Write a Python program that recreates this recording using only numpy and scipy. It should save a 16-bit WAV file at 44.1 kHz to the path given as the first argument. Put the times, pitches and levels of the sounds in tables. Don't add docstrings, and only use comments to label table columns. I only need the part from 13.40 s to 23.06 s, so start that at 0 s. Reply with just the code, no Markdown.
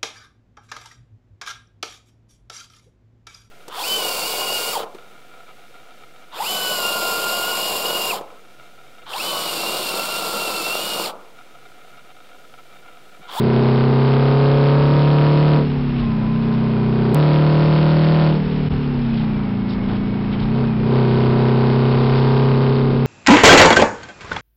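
import sys
import numpy as np
from scipy import signal
from scipy.fft import rfft, irfft, next_fast_len
from scipy.io import wavfile
from scipy.ndimage import uniform_filter1d

SR = 44100
rng = np.random.default_rng(int(sys.argv[2]) if len(sys.argv) > 2 else 0)


def master(y):
    cut = np.clip(np.atleast_2d(y).T, -1, 1)
    pcm = np.round(cut * 32767)
    wavfile.write(sys.argv[1], SR, pcm.astype(np.int16))


N = 426006
TIME = np.arange(N) / SR


def undb(db):
    return 10 ** (np.asarray(db) / 20)


def unit(x):
    return x / np.sqrt(np.mean(x ** 2))


def noise():
    return rng.standard_normal(N)


def walk(rate_hz):
    steps = rng.standard_normal(4096)
    drift = np.interp(TIME * rate_hz, np.arange(len(steps)), steps)
    return unit(uniform_filter1d(drift, int(SR / rate_hz / 2) + 1))


def colour(x, points):
    hz, db = np.transpose(points)
    size = next_fast_len(N)
    f = np.maximum(np.arange(size // 2 + 1) * SR / size, 1)
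    skirts = np.minimum(f / hz[0], 1) ** 6 * np.minimum(hz[-1] / f, 1) ** 6
    gain = skirts * undb(np.interp(np.log(f), np.log(hz), db))
    return unit(irfft(rfft(x, size) * gain, size)[:N])


def cab(load, rise_db_per_s=0.45):
    # f/Hz, level/dB
    road_spectrum = [(15, -4), (30, -2), (45, 0.5), (70, -8.5), (110, -5.5), (200, -15), (400, -31)]
    panel_spectrum = [(55, -15), (120, -1.5), (240, -1), (300, -4.5), (400, -2.5), (480, -7), (650, -13.5)]
    # t/s, half-width/s, boost/dB
    bumps = [(5.313, .07, 6), (7.05, .07, 4)]
    bumps_db = sum(db * np.exp(-((TIME - at_s) / width_s) ** 2) for at_s, width_s, db in bumps)
    road_db = -33.5 + rise_db_per_s * TIME - 4.5 * load + bumps_db
    rumble = undb(road_db + 2.2 * walk(6.8)) * colour(noise(), road_spectrum)
    panels = undb(-35.5 + 6.5 * load + 2 * walk(15)) * colour(noise(), panel_spectrum)
    return rumble + panels


def lever(grain_db=3):
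    # t/s, half-width/s, f/Hz, level/dB
    scrapes = [(2.598, 0.076, 2950, -39.5), (3.144, .025, 4800, -48), (5.771, 0.091, 3330, -41),
               (6.312, 0.04, 4270, -41.5), (6.522, 0.076, 900, -36), (6.525, 0.067, 3000, -42),
               (6.935, 0.033, 3000, -39.5), (7.017, 0.053, 3400, -40.5), (8.796, 0.58, 3780, -41)]
    out = np.zeros(N)
    grains = noise() * undb(grain_db * walk(250))
    for at_s, width_s, hz, db in scrapes:
        near = abs(TIME - at_s) < 2 * width_s
        band = signal.butter(2, [hz * 0.6, hz * 1.19], "band", fs=SR, output="sos")
        envelope = np.exp(-2 * ((TIME[near] - at_s) / width_s) ** 2)
        out[near] += undb(db) * envelope * unit(signal.sosfilt(band, grains[near]))
    return out


def whines(turns, crank_hz, growl_db, waver_db=2, fade_s=.15):
    # start/s, end/s, order, level/dB, casing f/Hz, relative bandwidth, flutter/cycles
    meshes = [(2.5, 3.6, 32.2, -42, 1015, 0.11, 0.15), (6, 6.15, 36.6, -37, 860, 0.2, .07),
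              (-3, 10, 78, -51.5, 2300, .36, .23)]
    slack_db = -.5 * np.maximum(growl_db + 37, 0)
    out = 0
    for start_s, end_s, order, db, casing_hz, width, flutter in meshes:
        meshed = np.clip(np.minimum(TIME - start_s, end_s - TIME) / fade_s, 0, 1)
        casing = 1 / np.hypot(1, 2 * np.log(order * crank_hz / casing_hz) / width)
        tone = np.sin(2 * np.pi * (order * turns + flutter * walk(70)))
        out = out + undb(db + slack_db + waver_db * walk(22)) * meshed * casing * tone
    return np.sqrt(2) * out


def firing_gate(turns, decay_firings):
    cylinder_db = [0.5, -0.3, 5.5, -4, 1, 2.5, -0.3, -5]
    firing, age = np.divmod(len(cylinder_db) * turns, 1)
    strength = undb(cylinder_db)[firing.astype(int) % len(cylinder_db)]
    return unit(strength * np.exp(-age / decay_firings))


def knocks(turns, uneven_db=1, size=8192):
    angle = np.arange(size) / size
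    one_turn = firing_gate(angle, decay_firings=0.64) * rng.standard_normal(size)
    orders = rfft(one_turn)[1:190]
    orders = orders / abs(orders) * undb(uneven_db * rng.standard_normal(len(orders)))
    return unit(np.interp(turns % 1, angle, irfft(np.append(0, orders), size)))


def reflections(x, wet=.6, decay_s=.035, size=6000):
    tail = rng.standard_normal(size) * np.exp(-np.arange(size) / SR / decay_s)
    return unit(x + wet * signal.fftconvolve(x, tail / np.linalg.norm(tail))[:N])


def combustion_db(crank_hz, pedal, coast_db, db_per_hz, throttle_db, falloff_db):
    cruise_hz, hardest_pull_hz = 33, 35.88
    off_peak = (crank_hz - hardest_pull_hz) / 3
    fuel_db = (throttle_db - falloff_db * off_peak ** 2) * pedal ** 1.8
    return coast_db + db_per_hz * (crank_hz - cruise_hz) + fuel_db


def combustion(turns, load, growl_db, clatter_db, split_hz=1650, jitter_turns=0.0021):
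    # f/Hz, level/dB
    pull_spectrum = [(540, -5.5), (640, -8), (720, -4), (980, -3), (1170, -8.5), (1450, -9.5),
                     (1700, -13.5), (2060, -15.5), (3400, -18.5), (4700, -22.5), (5400, -30.5)]
    coast_spectrum = [(420, -8.5), (640, -6), (800, -0.5), (1050, -5), (1350, -6), (1800, -8.5),
                      (2600, -8.5), (3600, -13), (5400, -21.5)]
    depth = 0.18 + 0.43 * load
    pulsing = 1 - depth + depth * firing_gate(turns, decay_firings=0.49)
    gate = unit(pulsing * undb(walk(260)))
    comb = reflections(knocks(turns + jitter_turns * walk(130)))
    growl = ("low", growl_db, .12 + .76 * load)
    clatter = ("high", clatter_db, .04 + .26 * load)
    out = 0
    for side, db, comb_share in (growl, clatter):
        source = np.sqrt(comb_share) * comb + np.sqrt(1 - comb_share) * gate * noise()
        split = signal.butter(3, split_hz, side, fs=SR, output="sos")
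        pull = unit(signal.sosfilt(split, colour(source, pull_spectrum)))
        coast = unit(signal.sosfilt(split, colour(source, coast_spectrum)))
        out = out + undb(db + 0.5 * walk(22)) * (load * pull + (1 - load) * coast)
    return out


def exhaust(turns, crank_hz, pedal, load, waver_db=0.09, rough_db=0.22, wander_cycles=.05):
    boom_orders, throttle_boosts_db = (4, 5, 7), (10.5, 0.5, 1)
    # f/Hz, level/dB
    cab_responses = [
        [(112, -32.5), (128, -26.5), (140, -22.5), (158, -23)],
        [(140, -34.5), (146, -28), (160, -23.5), (165, -33.5), (177, -33.5), (191, -24), (198, -21)],
        [(196, -25), (228, -20.5), (250, -26), (265, -31.5), (276, -45)],
    ]
    weak_orders = [1, 2, 3, 6, 8, 9, 10, 11, 12, 13, 14, 15, 16]
    # level/dB at each coast_hz, level/dB at each pull_hz
    weak_db = [(-38.5, -34.5, -34, -40, -46, -50), (-44, -41, -40, -44, -52, -48),
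               (-45, -42.5, -46, -34.5, -40.5, -31), (-39, -35, -30.5, -32.5, -32.5, -27),
               (-30.5, -36.5, -42, -33.5, -30, -27), (-30, -38.5, -48.5, -36, -31, -26),
               (-47.5, -42.5, -40, -42.5, -31, -32), (-44, -53, -35.5, -27, -34.5, -30.5),
               (-42.5, -48.5, -37.5, -24, -18, -29), (-49.5, -40, -44, -24.5, -26.5, -32.5),
               (-47, -56.5, -53, -39, -51.5, -40.5), (-44, -54.5, -57.5, -35.5, -33.5, -33),
               (-52, -64, -54, -41.5, -22.5, -37.5)]
    coast_hz, pull_hz = (28.5, 32, 36.5), (33, 35, 37.5)
    out = 0
    for order, response, boost_db in zip(boom_orders, cab_responses, throttle_boosts_db):
        db = np.interp(order * crank_hz, *np.transpose(response)) + boost_db * pedal
        out = out + undb(db + waver_db * walk(25)) * np.sin(2 * np.pi * (order * turns + rng.random()))
    for order, row in zip(weak_orders, weak_db):
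        coast_db = np.interp(crank_hz, coast_hz, row[:3])
        pull_db = np.interp(crank_hz, pull_hz, row[3:])
        db = coast_db + (pull_db - coast_db) * load + rough_db * walk(18)
        lag = rng.random() + wander_cycles * walk(6)
        out = out + undb(db) * np.sin(2 * np.pi * (order * turns + lag))
    return np.sqrt(2) * out


def crank_speed_hz():
    # start/s, end/s, starting crank speed/Hz, climb/(Hz/s)
    pulls = [(.13, 2.08, 32.2, 2.75), (3.746, 4.8, 37.3, 2.1), (7.88, 9.06, 32.1, 1.2)]
    # t/s, crank speed/Hz
    ease_revs = [(2.16, 37.3), (2.256, 36.3), (2.57, 34.2), (2.776, 30.7), (3.006, 32.2), (3.232, 32.0),
                 (3.398, 31.3), (3.548, 31.7), (3.744, 31.6)]
    shift_revs = [(4.96, 38.4), (5.29, 37.5), (6.12, 28.1), (6.47, 28.0), (6.53, 28.6), (6.98, 28.7),
                  (7.2, 33.4), (7.38, 30.3), (7.55, 33.0), (7.68, 31.6), (7.8, 32.3)]
    points = [*ease_revs, *shift_revs]
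    for start_s, end_s, hz, hz_per_s in pulls:
        points += [(start_s, hz), (end_s, hz + hz_per_s * (end_s - start_s))]
    return np.interp(TIME, *np.transpose(sorted(points)))


def throttle():
    # down/s, rise/s, lifted/s, fall/s, depth/0-1
    presses = [(-.5, .7, 2.17, .11, 0.99), (2.8, 1, 3.75, .05, 0.77), (3.74, 0.013, 4.88, 0.14, 1),
               (6.47, 0.044, 6.53, 0.067, .35), (6.601, 0.26, 7.05, .1, .15), (6.98, .2, 7.23, 0.17, .45),
               (7.33, .24, 9.08, 1.4, 1)]
    pedal = np.zeros(N)
    for down_s, rise_s, lifted_s, fall_s, depth in presses:
        ramps = np.minimum((TIME - down_s) / rise_s, 1 - (TIME - lifted_s) / fall_s)
        pedal = np.maximum(pedal, depth * np.clip(ramps, 0, 1))
    return pedal


def scene():
    crank_hz, pedal = crank_speed_hz(), throttle()
    turns = 1 + np.cumsum(crank_hz) / SR + 0.0015 * walk(20)
    load = np.clip(pedal / 0.79, 0, 1)
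    growl_db = combustion_db(crank_hz, pedal,
                             coast_db=-35.5, db_per_hz=0.07, throttle_db=8.5, falloff_db=1.5)
    clatter_db = combustion_db(crank_hz, pedal,
                               coast_db=-42.58, db_per_hz=0.47, throttle_db=7.5, falloff_db=0.75)
    engine = exhaust(turns, crank_hz, pedal, load) + combustion(turns, load, growl_db, clatter_db)
    sound = engine + whines(turns, crank_hz, growl_db) + cab(load) + lever()
    dip_at_s, dip_width_s = 5.293, 0.0095
    dip = 1 - 0.86 * np.exp(-((TIME - dip_at_s) / dip_width_s) ** 2)
    return (dip * sound)[None]


def record(dry, ceiling=0.37, drive_db=1.5, low_cut_hz=28, mic_top_hz=5370, top_hz=16000, splice_s=3.746):
    x = dry * undb(drive_db) / ceiling
    x = ceiling * x / (1 + x ** 4) ** (1 / 4)
    x = signal.sosfilt(signal.butter(1, low_cut_hz, "high", fs=SR, output="sos"), x)
    x = signal.sosfilt(signal.ellip(10, .2, 90, mic_top_hz, fs=SR, output="sos"), x)
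    splice_click = .095 * noise() * np.exp(-abs(TIME - splice_s) / .0006)
    return signal.sosfilt(signal.ellip(8, .2, 70, top_hz, fs=SR, output="sos"), x + splice_click)


dry = scene()
out = record(dry)
master(out)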